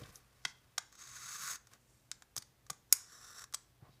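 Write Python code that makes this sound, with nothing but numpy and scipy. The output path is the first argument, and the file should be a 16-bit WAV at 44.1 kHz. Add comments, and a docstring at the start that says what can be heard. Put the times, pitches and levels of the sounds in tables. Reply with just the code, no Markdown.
"""A plastic utility knife clicks as its slider and loose blade knock inside the handle.
Its tip is dragged twice across a table, scraping in many tiny slips, and once snaps hard against it.
The hand holding the knife rustles, rubs and bumps softly.
The small, quiet room adds a short echo, with a faint hum and hiss underneath."""
import sys
import numpy as np
from scipy import signal
from scipy.fft import rfft, irfft
from scipy.io import wavfile
from scipy.ndimage import uniform_filter1d

SR = 44100
rng = np.random.default_rng(int(sys.argv[2]) if len(sys.argv) > 2 else 0)


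def generate_wav(sig):
    """Save sig (samples, or channels by samples) to the path in sys.argv[1] as 16-bit PCM at SR."""
    pcm = np.round(np.clip(np.atleast_2d(sig).T, -1, 1) * 32767).astype(np.int16)
    wavfile.write(sys.argv[1], SR, pcm)


N = 176400  # 4 seconds

# The tone all clicks share: f/Hz, level/dB
CLICK_TONE = [(40, -24), (450, -13), (600, -9.5), (850, 0.5), (2250, -2), (2900, -9.5), (3300, 0.5),
              (4100, -3), (5300, -1), (8400, -1), (9400, 0), (10300, -3.5), (15000, -10)]
# Centres of the knock, middle, treble and top ranges: f/Hz
RANGE_CENTRES = [700, 1900, 5500, 11500]
# One click a row; knock, middle and top are boosts or cuts compared with the treble:
# t/s, level/dB, chatter/s, knock/dB, middle/dB, top/dB, handle ring f/Hz, blade ring f/Hz
CLICKS = [(0.157, -19.5, 0.0015, -29, -26, -10, 1500, 6000),
          (0.4506, -5.5, 0.0022, -3, 1, -20.5, 1520, 6070), (0.4523, -7, 0.0031, -2.5, 6, -13, 2000, 3340),
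          (0.7793, -10, 0.002, -2.5, 0.5, -12, 1570, 5560),
          (0.7812, -1.5, 0.0032, -1, -1, -10.5, 1600, 6880),
          (2.1153, -6, 0.0019, -15.5, -8, -14.5, 1590, 7440), (2.2222, -28, 0.0021, 5.5, 4, -5, 1590, 7000),
          (2.365, -9.5, 0.0028, 1.5, -11, -0.5, 1540, 6340),
          (2.377, -8.5, 0.0022, -11, -10, -18, 1380, 4930),
          (2.3811, -11.5, 0.0021, -18, -14.5, 0, 1570, 6360),
          (2.4227, -22.5, 0.0049, -12, -4.5, -6.5, 1880, 4600),
          (2.6996, -17.5, 0.0015, 6, 3.5, -7.5, 860, 5200), (2.7024, -7.5, 0.002, 1.5, -7, -3, 1184, 6800),
          (3.538, -14.5, 0.003, -0.5, -3, -5, 1370, 6030), (3.5443, -2, 0.0048, -10, -11, -9.5, 1355, 7900)]
HANDLE_Q, HANDLE_DB, BLADE_Q, BLADE_DB = 4, 6, 8, 9  # each ring's sharpness (Q) and boost

def knife_clicks():
    """Slider and blade knock in the handle; the grip shifts the two pitches at which the knife rings."""
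    out, (_, hz) = np.zeros(N), contact_axes()
    for start, db, chatter_s, knock_db, middle_db, top_db, handle_hz, blade_hz in CLICKS:
        colour = list(zip(RANGE_CENTRES, [knock_db, middle_db, 0, top_db]))
        body_db = value_at(CLICK_TONE, hz) + value_at(colour, hz)
        for ring_hz, q, ring_db in (handle_hz, HANDLE_Q, HANDLE_DB), (blade_hz, BLADE_Q, BLADE_DB):
            body_db += ring_db / (1 + (2 * q * (hz / ring_hz - 1)) ** 2)
        add(out, start, contact(chatter_s, db + body_db))
    return out


# The tone of the snapping tip: f/Hz, level/dB
SNAP_TONE = [(620, -25), (1400, -7), (1750, -17), (2350, -5.5), (2750, -17.5), (4000, -12.5), (5400, 4.5),
             (6150, -1.5), (6750, 7), (7500, -0.5), (8900, 2.5), (9550, -6.5), (10500, 2), (13000, -3.5)]

def tip_snap(start_s=2.9262, boost_db=11, chatter_s=0.0016):
    """The tip snaps against the table and the thin blade rings briefly."""
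    out, (_, hz) = np.zeros(N), contact_axes()
    add(out, start_s, contact(chatter_s, boost_db + value_at(SNAP_TONE, hz)))
    return out


# How hard the blade presses, first laid flat, then on its edge: t/s, level/dB
FLAT_PRESSURE = [(0.92, -64), (0.97, -68.5), (0.99, -56), (1.18, -52), (1.22, -49.5), (1.39, -47.5),
                 (1.425, -43.5), (1.51, -43), (1.558, -49), (1.6, -84)]
EDGE_PRESSURE = [(2.89, -77.5), (2.93, -60), (3.08, -65), (3.115, -59), (3.2, -60.5), (3.28, -57.5),
                 (3.39, -56.5), (3.425, -54), (3.47, -84)]
# The tone of the blade laid flat and on its edge: f/Hz, level/dB
FLAT_TONE = [(50, -30.5), (135, -8), (270, -20.5), (620, -22.5), (1000, -8), (1380, 0.5), (1850, -5.5),
             (2450, -9), (3050, -16.5), (3450, -8.5), (5850, -6), (6500, 3.5), (7350, -7), (7800, -3.5),
             (8700, -12.5), (10300, -13), (13500, -18)]
EDGE_TONE = [(700, -13), (1100, -4.5), (1400, 1.5), (1750, -2), (2300, -16), (3000, -15.5), (3750, -5.5),
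             (4950, -11.5), (5450, 1.5), (5950, 1), (6600, -9.5), (7450, -1), (8700, -14), (11000, -12.5),
             (13500, -20.5)]

def tip_scrape(pressure, tone, bright_hz=8700, handle_hz=1370):
    """The tip scrapes the table; pressing harder makes it brighter and rings the handle more."""
    db, scrape = level_curve(pressure), friction(tone)
    top = signal.sosfiltfilt(signal.butter(4, bright_hz, "high", fs=SR, output="sos"), scrape)
    bright = top + resonance(scrape, handle_hz, HANDLE_Q)
    boost_db = 3 + 0.48 * (db - db.max())
    return gain(db) * (scrape - bright + bright * gain(boost_db))


# Small ticks: t/s, level/dB
TICKS = [(0.9262, -25.5), (0.953, -25.5), (1.024, -21.5), (1.671, -26), (1.735, -23.5), (2.36, -23),
         (2.6658, -27.5), (2.731, -27.5), (3.3863, -22), (3.394, -16.5), (3.4196, -18), (3.4404, -14.5),
         (3.526, -22.5)]

def light_ticks(chatter_s=0.0022):
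    """The tip catches and the grip shifts, ticking in the blade's scraping tone."""
    out, (_, hz) = np.zeros(N), contact_axes()
    blade_db = (value_at(FLAT_TONE, hz) + value_at(EDGE_TONE, hz)) / 2
    for start, db in TICKS:
        add(out, start, contact(chatter_s, db + blade_db))
    return out


# How loud the fingers rustle and the hand rubs: t/s, level/dB
RUSTLE_LEVEL = [(0, -58.5), (0.09, -62), (0.15, -67), (0.23, -74), (0.42, -73.5), (1.64, -89),
                (1.74, -63.5), (1.8, -91)]
RUB_LEVEL = [(0, -50.5), (0.15, -75), (0.45, -99.5)]
# The tones of the light rustle and the low rub: f/Hz, level/dB
RUSTLE_TONE = [(100, 7), (500, 3), (1500, 8.5), (2800, 1), (6000, 0.5), (15000, -10)]
RUB_TONE = [(25, -1), (130, 9.5), (290, -2.5), (460, -1), (680, -11), (1500, -40)]

def hand_rustle():
    """Skin rustles and rubs on the plastic."""
    rustle = gain(level_curve(RUSTLE_LEVEL)) * friction(RUSTLE_TONE, slips_per_s=6000, flutter_db=1.6)
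    rub = gain(level_curve(RUB_LEVEL)) * friction(RUB_TONE, slips_per_s=3500, flutter_db=4.5)
    return rustle + rub


# Short rubs, and a click's hissy tail at 0.481 s: middle t/s, half length/s, level/dB, ring f/Hz
RUBS_AND_TAIL = [(0.037, .005, -56.5, 3470), (0.055, 0.0075, -56.5, 1640), (0.158, .028, -63.5, 12100),
                 (0.481, 0.03, -57, 5650), (1.924, 0.15, -76.5, 7640), (3.861, 0.041, -66, 784),
                 (3.927, 0.058, -75, 4140)]

def rubs_and_click_tail():
    """Short rubs, plus a bright hissy tail after the first loud click; each rings around one pitch."""
    out, t = np.zeros(N), np.arange(N) / SR
    for middle_s, half_s, db, hz in RUBS_AND_TAIL:
        swell = gain(db) * np.exp(-((t - middle_s) / half_s) ** 2)
        out += swell * normalise(resonance(friction(RUSTLE_TONE), hz, q=2.8))
    return out


# Soft bumps: t/s, level/dB, f/Hz
BUMPS = [(0.017, -51, 99), (0.452, -54, 149), (2.367, -53, 119), (2.705, -55, 160), (3.820, -52.5, 124.5),
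         (3.881, -56, 129)]

def hand_bumps(rise_s=0.007, roughness=0.47):
    """The soft hand makes dull thuds that die away at once."""
    out, (t, _) = np.zeros(N), contact_axes()
    swell = t / rise_s * np.exp(1 - t / rise_s)
    for start, db, hz in BUMPS:
        near_pitch = signal.butter(2, [hz / 2, 2 * hz], "band", fs=SR, output="sos")
        noise = normalise(signal.sosfilt(near_pitch, rng.standard_normal(len(t))))
        add(out, start, gain(db) * swell * (np.sin(2 * np.pi * hz * t) + roughness * noise))
    return out


# How long the echo takes to fade by 60 dB: f/Hz, t/s
ECHO_FADE = [(1500, 0.34), (6000, 0.39), (14000, 0.19)]
# The tone of the echo: f/Hz, level/dB
ECHO_TONE = [(1500, 1.5), (6000, -4), (10000, -3.5), (15000, -8)]

def room_echo(sound, early_fade_s=0.0039):
    """Sound bounces off the table, hand and nearby tools, then dies away in the room."""
    hz, t, spectrum = signal.stft(rng.standard_normal(SR // 2), SR, nperseg=256)
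    fade = gain(-60 * t / value_at(ECHO_FADE, hz)[:, None])
    tail = signal.istft(spectrum * fade, SR, nperseg=256)[1]
    early = rng.standard_normal(SR // 20) * np.exp(-np.arange(SR // 20) / SR / early_fade_s)
    echo = np.zeros(SR)
    add(echo, 0.006, gain(-16) * apply_tone(tail / np.linalg.norm(tail), ECHO_TONE))
    add(echo, 0.001, gain(-8.5) * early / np.linalg.norm(early))
    return sound + signal.fftconvolve(sound, echo)[:N]


# The two notes of the hum: f/Hz, level/dB
HUM_NOTES = [(57, -79.5), (124, -76)]
# The tone of the hiss: f/Hz, level/dB
HISS_TONE = [(18, -33), (30, -7), (114, -1), (148, -6), (747, -15), (7000, -25), (15500, -26)]

def hum_and_hiss(waver=0.46, hiss_db=-71.5):
    """A low hum wavers in pitch and loudness over the room's steady hiss."""
    hum, t = np.zeros(N), np.arange(N) / SR
    for hz, db in HUM_NOTES:
        note = np.sin(2 * np.pi * hz * t + waver * wander(8.8))
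        hum += gain(db) * normalise(note * (1 + waver * wander(7.8)))
    return hum + gain(hiss_db) * normalise(apply_tone(rng.standard_normal(N), HISS_TONE))


def contact(chatter_s, body_db, ring_db=-18.5, ring_s=0.0063):
    """One hit and a quick chatter of smaller ones ring an object whose tone is body_db."""
    t, _ = contact_axes()
    fade = np.exp(-(t / chatter_s) ** 2) + gain(ring_db) * np.exp(-t / ring_s)
    chatter = rng.standard_normal(len(t)) * fade
    chatter[0] += 1.7  # the first hit
    spectrum = np.fft.fft(chatter)
    power = uniform_filter1d(abs(spectrum) ** 2, size=55, mode="wrap")
    log_gain = np.log(gain(body_db) / np.sqrt(power + 1e-12))
    body = np.exp(np.conj(signal.hilbert(log_gain)))  # puts the ringing after the hit
    return np.fft.ifft(spectrum * body).real


def friction(tone, slips_per_s=12000, flutter_db=1.5):
    """Rubbing is many tiny slips of uneven size, bunched by the grain of the surface."""
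    slips = rng.standard_normal(N) * (rng.random(N) < slips_per_s / SR)
    slips *= gain(0.8 * np.minimum(rng.exponential(1, N), 4))
    return normalise(apply_tone(slips * gain(flutter_db * wander(70)), tone))


def contact_axes(size=4096):
    """The times and frequencies of one short hit."""
    return np.arange(size) / SR, abs(np.fft.fftfreq(size, 1 / SR))


def resonance(sound, hz, q):
    """Keeps the sound near one pitch; a higher q keeps a narrower range."""
    return signal.lfilter(*signal.iirpeak(hz, q, fs=SR), sound)


def apply_tone(sound, tone):
    """Turns each frequency up or down as a tone table says."""
    hz = np.fft.rfftfreq(len(sound), 1 / SR)
    return irfft(rfft(sound) * gain(value_at(tone, hz)), len(sound))


def wander(hz):
    """Random motion, mostly slower than hz."""
    spectrum = rfft(rng.standard_normal(N))
    return normalise(irfft(spectrum / (1 + (np.fft.rfftfreq(N, 1 / SR) / hz) ** 4), N))


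def value_at(table, hz):
    """Looks up a frequency, gliding between the table's rows."""
    row_hz, values = np.transpose(table)
    return np.interp(np.log(hz + 1), np.log(row_hz + 1), values)


def level_curve(table):
    """Joins the rows into a curve in dB, silent before and after."""
    return np.interp(np.arange(N) / SR, *np.transpose(table), left=-140, right=-140)


def gain(db):
    """Turns decibels into a multiplier."""
    return 10 ** (np.asarray(db) / 20)


def normalise(sound):
    """Scales to an average strength (rms) of 1."""
    return sound / np.sqrt(np.mean(sound ** 2) + 1e-20)


def add(mix, start_s, sound):
    """Mixes a sound in at a time."""
    part = mix[max(round(start_s * SR), 0):][:len(sound)]
    part += sound[:len(part)]


def scene():
    """Knife and hand in the room, in one channel."""
    scrapes = tip_scrape(FLAT_PRESSURE, FLAT_TONE) + tip_scrape(EDGE_PRESSURE, EDGE_TONE)
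    knife = knife_clicks() + light_ticks() + tip_snap() + scrapes
    soft_sounds = hand_bumps() + hand_rustle() + rubs_and_click_tail()
    return (room_echo(knife + soft_sounds) + hum_and_hiss())[None]


def record(dry):
    """Cuts the highest treble, above 15450 Hz."""
    low_pass = signal.firwin(301, 15450, window=("kaiser", 8), fs=SR)
    return signal.oaconvolve(dry, low_pass[None], "same")


dry = scene()
out = record(dry)
generate_wav(out)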